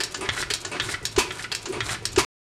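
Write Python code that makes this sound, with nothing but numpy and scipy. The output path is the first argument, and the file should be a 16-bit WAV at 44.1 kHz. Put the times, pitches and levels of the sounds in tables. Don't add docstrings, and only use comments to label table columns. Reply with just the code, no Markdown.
import sys
import numpy as np
from scipy import signal
from scipy.fft import rfft, irfft, next_fast_len
from scipy.io import wavfile
from scipy.ndimage import uniform_filter1d

SR = 44100
rng = np.random.default_rng(int(sys.argv[2]) if len(sys.argv) > 2 else 0)


def waveform_to_disk(signal):
    frames = np.transpose(np.atleast_2d(signal))
    scaled = np.clip(frames, -1, 1) * 32767
    samples = np.round(scaled).astype(np.int16)
    wavfile.write(sys.argv[1], SR, samples)


def gain_from_db(level_db):
    decades = np.asarray(level_db, float) / 20
    return 10 ** decades


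N = 105884

# (pitch [Hz], width [Hz], boost [dB])
PIPE = [(588, 35, 6), (720, 50, 4.5), (974, 61, 10), (1223, 58, 8.5), (2286, 59, 7.5), (2585, 180, 8),
        (4630, 150, 6)]
# (pitch [Hz], width [Hz], boost [dB])
PORT = [(1450, 90, 6), (2150, 80, 5), (4000, 200, 8), (7200, 250, 5.5), (8600, 540, 6)]
# (attack [s], t60 [s], ring [dB], offset [dB], crack [dB], click [dB],
# hardness [Hz]), then rebounds (delay [s], level [dB]); every contact table has this layout
TICK_HIT = (.0002, 0.24, -30, -16, 5.5, 11, 14000), [(.005, -14.5)]


def unit(x):
    return x / np.sqrt(np.mean(x ** 2))


def noise(tone, peaks=(), source=None):
    size = next_fast_len(N)
    hz = np.arange(1, size // 2 + 2) * SR / size
    tone = np.array(tone)
    db = np.interp(np.log(hz), np.log(tone[:, 0]), tone[:, 1])
    db = db - 40 * np.clip(np.log2(tone[0, 0] / hz), 0, 3)
    for peak_hz, width, boost in peaks:
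        db = db + boost / (1 + (2 * (hz - peak_hz) / width) ** 2)
    if source is None:
        source = rng.standard_normal(size)
    return unit(irfft(rfft(source, size) * gain_from_db(db), size)[:N])


def shape(start, attack, t60, hold=0.):
    out = np.zeros(N)
    first = int(start * SR) + 1
    last = min(N, first + int((attack + hold + t60) * SR))
    t = np.arange(first, last) / SR - start
    rise = np.sin(np.clip(t / max(attack, 1e-4), 0, 1) * np.pi / 2) ** 2
    out[first:first + len(t)] = rise * gain_from_db(-60 * np.clip(t - attack - hold, 0, None) / t60)
    return out


def flicker(rate, db):
    k = int(SR / rate)
    wander = uniform_filter1d(uniform_filter1d(rng.standard_normal(N), k), k)
    return gain_from_db(db * unit(wander))


def thump(s, db, hz, t60):
    return gain_from_db(db) * shape(s, 0.0081, t60) * np.sin(2 * np.pi * hz * (np.arange(N) / SR - s))


def ring(x, modes):
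    longest_ring_s = .14
    out = 0
    for hz, db, t60 in modes:
        r = np.exp(-np.log(1000) / (min(t60, longest_ring_s) * SR))
        w = 2 * np.pi * hz / SR
        out = out + gain_from_db(db) * signal.lfilter([0, np.sin(w)], [1, -2 * r * np.cos(w), r * r], x + 1e-18)
    return out


def part(hits, tone, contact, modes=()):
    (attack, t60, ring_db, offset_db, crack_db, click_db, hard_hz), rebounds = contact
    blows = []
    for s, db in hits:
        for after, more_db in [(0.00053, 0)] + rebounds:
            blows.append((s + after, db + offset_db + more_db))
    blows = np.array(blows)

    def every(decay):
        return sum(gain_from_db(db) * shape(s, attack, decay) for s, db in blows)

    scrape = every(.005) * rng.standard_normal(N) / np.sqrt(SR * (0.00026 + attack / 2))
    scrape = signal.lfilter(*signal.butter(2, min(hard_hz, SR / 3), fs=SR), scrape)
    rattle = every(t60) * flicker(980, 1.3) + gain_from_db(crack_db) * every(0.014)
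    clicks = np.zeros(N)
    clicks[((blows[:, 0] + 2 * attack) * SR).astype(int)] = gain_from_db(blows[:, 1] + click_db)
    coloured = noise(tone, source=clicks)
    clicks = coloured * clicks.max() / np.abs(coloured).max()
    boosts = [(hz, 0.072 * hz, max(8.5 + db / 2, 0)) for hz, db, _ in modes]
    return clicks + rattle * noise(tone, boosts) + gain_from_db(ring_db) * ring(scrape, modes)


def frame():
    # (time [s], level [dB])
    shake = [(0., -51.5), (.15, -50), (.26, -47.5), (.32, -40), (.37, -49), (.44, -39.5), (.51, -48),
             (.79, -50), (.82, -43.5), (1.0, -43.5), (1.12, -47), (1.3, -46.5), (1.63, -53), (1.8, -43.5),
             (1.95, -43), (2.06, -45), (2.12, -45), (2.249, -43.5)]
    # (pitch [Hz], level [dB])
    frame_tone = [(25, -9), (60, -6), (88, -6), (105, 2.5), (125, -1.5), (170, -14), (300, -21.5),
                  (900, -81)]
    # (time [s], level [dB])
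    jolts = [
        (0.299, -33),
        (0.802, -36),
        (0.841, -42),
        (.932, -41),
        (1.822, -30.5),
        (1.915, -47),
    ]
    s, db = np.array(shake).T
    shudder = gain_from_db(np.interp(np.arange(N) / SR, s, db) + 2.5) * flicker(33, 2.06) * noise(frame_tone)
    return shudder + sum(thump(s, db, 107.8, 0.074) for s, db in jolts)


def yard():
    # (pitch [Hz], level [dB])
    yard_tone = [(150, 3.5), (231, -8.5), (375, 6.5), (508, -5), (1720, -10), (6940, -17), (11000, -24),
                 (16500, -60.5)]
    level_db = -39 - 6
    return gain_from_db(level_db) * flicker(22, 1.7) * noise(yard_tone, PIPE + PORT[:2])


def pipe_hum():
    # (time [s], level [dB])
    hum = [(0., -49.5), (.12, -75), (.17, -42.5), (.25, -40), (.32, -53), (.42, -45), (.48, -55),
           (.63, -51.5), (.7, -44.5), (.95, -45), (1.14, -59), (1.26, -47), (1.38, -54), (1.62, -53),
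           (1.75, -36), (1.82, -45), (2.14, -57), (2.25, -45)]
    # (pitch [Hz], level [dB])
    hum_tone = [(220, -16.5), (310, -6), (371, -0.5), (430, -5), (520, -26), (1000, -70)]
    level_db = np.interp(np.arange(N) / SR, *np.array(hum).T)
    return gain_from_db(level_db) * flicker(30, 4.0) * noise(hum_tone)


def latch():
    # (time [s], peak [dB])
    hits = [
        (0.0028, -11),
        (0.5018, -9),
        (1.5166, -13),
    ]
    # (pitch [Hz], level [dB])
    tone = [(290, -38.5), (500, -12.5), (1150, -12.5), (1760, -8.5), (4620, -11), (9890, -20),
            (16500, -45.5)]
    contact = (.0002, 0.09, 2, -20.5, 4, 15.5, 11997), [(.003, -8), (.005, -6.5), (.0082, -0.5)]
    # (pitch [Hz], level [dB], t60 [s])
    modes = [(412, -4.5, 0.087), (1780, -4, 0.039), (2720, -4, 0.034), (3100, -7, .08), (3343, -3.5, 0.083),
             (4370, -0.5, .045), (4820, -6, 0.07), (5080, -7, 0.086), (7400, -9, .03), (7800, -9, 0.036)]
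    return part(hits, tone, contact, modes)


def igniter_trip():
    # (time [s], peak [dB])
    hits = [
        (.0347, -11),
        (.5367, -9),
        (1.052, -10),
        (1.549, -13.5),
        (2.0531, -11),
    ]
    # (pitch [Hz], level [dB])
    tone = [(500, -21.5), (1500, -7), (3020, -7), (5430, -2.5), (8200, -8.5), (10500, -16), (15000, -25.5),
            (16500, -50)]
    contact = (.0002, 0.1144, 1.5, -20.5, 7.5, 18, 14001), [(.0012, -3), (.009, -16.5), (.017, -18)]
    # (pitch [Hz], level [dB], t60 [s])
    modes = [(1747, -4.5, 0.03), (2706, -10, 0.058), (3300, -10, 0.034), (3960, -1.5, 0.02),
             (4530, -7.5, 0.074), (5300, -9, .1), (5510, -10, 0.22), (6830, -10.5, 0.13),
             (7400, -11.5, .05), (8220, -4.5, 0.029), (9740, -11.5, 0.039)]
    return part(hits, tone, contact, modes)


def igniter_slide():
    # (time [s], peak [dB])
    hits = [
        (.106, -29.5),
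        (.599, -28),
        (1.11, -29.5),
        (1.613, -31.5),
        (2.114, -27.5),
    ]
    # (pitch [Hz], level [dB])
    tone = [(1500, -18.5), (3500, -4.5), (5500, -6), (7000, 0), (8500, -4), (12000, -14.5), (16500, -40)]
    contact = (.007, 0.07, -30, -16.5, -9, -30, 9000), [(.011, 2.5)]
    return part(hits, tone, contact)


def cam_knock():
    # (time [s], peak [dB])
    hits = [
        (.143, -15.5),
        (.648, -15),
        (1.1615, -15),
        (1.6555, -17),
        (2.160, -13.5),
    ]
    # (pitch [Hz], level [dB])
    tone = [(300, -14), (700, -1), (1680, -6), (2220, -6), (4500, -5), (7270, -5.5), (10000, -24),
            (16500, -67.5)]
    contact = (.0003, 0.166, 2.5, -24.5, 8, 14, 8000.5), [(.0018, -1.5), (.0036, 1.2)]
    # (pitch [Hz], level [dB], t60 [s])
    modes = [(1451, -4, 0.11), (1717, -4, .08), (2860, -3.5, 0.056), (4441, -7.5, 0.035), (7150, -5, .03)]
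    return part(hits, tone, contact, modes)


def small_ticks():
    # (time [s], peak [dB])
    hits = [(.1715, -33.5), (.383, -26), (.6734, -35), (.82, -29), (.893, -39), (1.0276, -35.5),
            (1.3204, -30), (1.6861, -32.5), (1.8971, -32), (2.0258, -44.5)]
    # (pitch [Hz], level [dB])
    tone = [(2500, -22.5), (5000, -4.5), (9000, -2), (12000, -17), (15000, -19.5), (16500, -45)]
    return part(hits, tone, TICK_HIT)


def missed_puffs():
    # (time [s], level [dB])
    missed = [
        (0.204, -31),
        (0.711, -30),
        (1.72, -32),
    ]
    # (pitch [Hz], level [dB])
    puff_tone = [(150, -13), (280, -5.5), (375, 3.5), (470, -11), (1000, -10.5), (2760, -15.5),
                 (8790, -30.5), (16500, -68)]
    attack_s, hold_s, t60_s = 0.011, .035, .22
    puffs = sum(gain_from_db(db) * shape(s, attack_s, t60_s, hold_s) for s, db in missed)
    return noise(puff_tone, PIPE) * puffs


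def pawl():
    # (time [s], peak [dB])
    hits = [
        (.2094, -24),
        (.7158, -30),
        (1.724, -27.5),
    ]
    # (pitch [Hz], level [dB])
    tone = [(4000, -24.5), (6500, -8), (9000, 0.), (10500, -10.5), (16500, -58)]
    return part(hits, tone, TICK_HIT)


def rocker():
    # (time [s], peak [dB])
    hits = [(.2553, -24.5), (.278, -33), (.376, -19), (.4254, -17.5), (.7647, -23), (.888, -21),
            (.9395, -17), (1.3925, -24.5), (1.441, -19.5), (1.8916, -18.5), (1.943, -18.5)]
    # (pitch [Hz], level [dB])
    tone = [(700, -21), (1700, 1), (3400, -7), (5500, -10), (16500, -76)]
    contact = (.0004, 0.0749, 6.5, -17, 4, 10, 4499.5), [(.0025, -3), (.006, -7)]
    # (pitch [Hz], level [dB], t60 [s])
    modes = [(1343, -8.5, .06), (1444, -5.5, .09), (1731, -8.5, .07), (1978, -6, 0.071), (2176, -9, .08),
             (3036, -14.5, .04), (3350, -10.5, 0.033), (3700, -15, .04)]
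    return part(hits, tone, contact, modes)


def valve_clack():
    # (time [s], peak [dB])
    hits = [
        (.2888, -10.5),
        (.7978, -9.5),
        (1.3058, -20),
        (1.8042, -13),
    ]
    # (pitch [Hz], level [dB])
    tone = [(500, -25.5), (1100, -17.5), (1700, -2.5), (2500, -7.5), (3400, -5), (8540, -24.5),
            (16500, -71.5)]
    contact = (.0002, .07, 7.5, -28, 7, 24.5, 5001), [(.0016, 7), (.0049, 3.5), (.012, -3.5)]
    # (pitch [Hz], level [dB], t60 [s])
    modes = [(1352, -6.5, 0.089), (1453, -5.5, 0.084), (1735, -8.5, 0.071), (1987, -4, 0.05),
             (2140, -11.5, 0.074), (3140, -14, 0.086), (3305, 1, .045), (3660, -11, 0.11),
             (4210, -15.5, 0.074), (5560, -11, .05), (6900, -11.5, 0.017)]
    return part(hits, tone, contact, modes)


def air_hiss():
    # (start [s], stop [s], level [dB])
    strokes = [
        (0.295, 0.404, -36),
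        (.81, 0.92, -33.5),
        (1.32, 1.423, -42),
        (1.814, 1.935, -33.5),
    ]
    # (pitch [Hz], level [dB])
    air_tone = [(150, -11.5), (709, -6.5), (1500, -4.5), (2400, -9), (5500, -10), (8000, -11),
                (11000, -18.5), (14700, -36), (16500, -60.5)]
    attack_s, t60_s = 0.049, 0.17
    flow = sum(gain_from_db(db) * shape(a, attack_s, t60_s, b - a - attack_s) for a, b, db in strokes)
    return flow * flicker(60, 1.7) * flicker(500, 2.3) * noise(air_tone, PORT)


def valve_scuff():
    # (time [s], peak [dB])
    hits = [
        (.4062, -20),
        (.912, -22.5),
        (1.4215, -27),
        (1.913, -23),
    ]
    # (pitch [Hz], level [dB])
    tone = [(1500, -16.5), (4000, 2), (5600, 2), (6500, -4.5), (8500, -0.5), (12000, -16.5), (16500, -41)]
    contact = (.003, 0.1169, -30, -14.5, -0.5, -29, 9000), [(.008, -1.5)]
    return part(hits, tone, contact)


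def dull_knock():
    # (time [s], peak [dB])
    hits = [
        (1.013, -28),
        (2.02, -33),
    ]
    # (pitch [Hz], level [dB])
    tone = [(340, -18.5), (440, -1), (560, -21.5), (6000, -59)]
    contact = (.006, 0.05, -40, -9.5, -21, -30, 3000), [(.012, -1.5)]
    return part(hits, tone, contact)


def exhaust_barks():
    # (time [s], blow [dB], note [dB], thump [dB])
    fired = [
        (1.175, -18, -10, -19),
        (2.173, -18, -8.5, -20),
    ]
    # (pitch [Hz], level [dB])
    blow_tone = [(200, -9.5), (375, 0.5), (480, -13), (991, -6.5), (4690, -9.5), (7000, -10.5),
                 (10700, -19), (15000, -37), (16500, -65.5)]
    blow_lag_s, blow_attack_s, blow_hold_s, blow_t60_s = 0.0026, .011, 0.0076, .12
    tail_db, tail_t60_s = -17, 0.57
    note_hz, note_attack_s, note_hold_s, note_t60_s = 383.7, .007, 0.0025, 0.033
    t = np.arange(N) / SR
    gas = noise(blow_tone, PIPE)
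    out = np.zeros(N)
    for s, blow_db, note_db, thump_db in fired:
        roar = shape(s + blow_lag_s, blow_attack_s, blow_t60_s, blow_hold_s)
        roar = roar + gain_from_db(tail_db) * shape(s + blow_lag_s, blow_attack_s, tail_t60_s)
        out = out + gain_from_db(blow_db) * roar * gas * flicker(700, 0.58)
        swell = gain_from_db(note_db) * shape(s, note_attack_s, note_t60_s, note_hold_s)
        out = out - swell * np.sin(2 * np.pi * note_hz * (t - s))
        out = out + thump(s, thump_db, 70, 0.036)
    return out


def wall_echo(engine):
    level_db, t60_s, low_hz, high_hz = -15.5, 0.41, 596, 5000
    t = np.arange(SR // 2) / SR
    walls = rng.standard_normal(len(t)) * gain_from_db(-60 * t / t60_s) * (t > .006)
    walls = signal.lfilter(*signal.butter(2, [low_hz, high_hz], "band", fs=SR), walls)
    return gain_from_db(level_db) * signal.fftconvolve(engine, walls / np.sqrt(np.sum(walls ** 2)))[:N]


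def scene():
    iron = latch() + igniter_trip() + cam_knock() + small_ticks() + pawl()
    iron = iron + rocker() + valve_clack() + valve_scuff() + dull_knock()
    gas = pipe_hum() + missed_puffs() + air_hiss() + exhaust_barks()
    engine = iron + gas
    mix = engine + wall_echo(engine) + frame() + yard() + igniter_slide()
    return mix[None]


def low_pass(x):
    return signal.sosfilt(signal.butter(12, 16800, fs=SR, output="sos"), x)


def record(dry):
    stop_s = 2.2495
    mix = dry * (np.arange(N) < stop_s * SR)
    return low_pass(mix)


dry = scene()
out = record(dry)
waveform_to_disk(out)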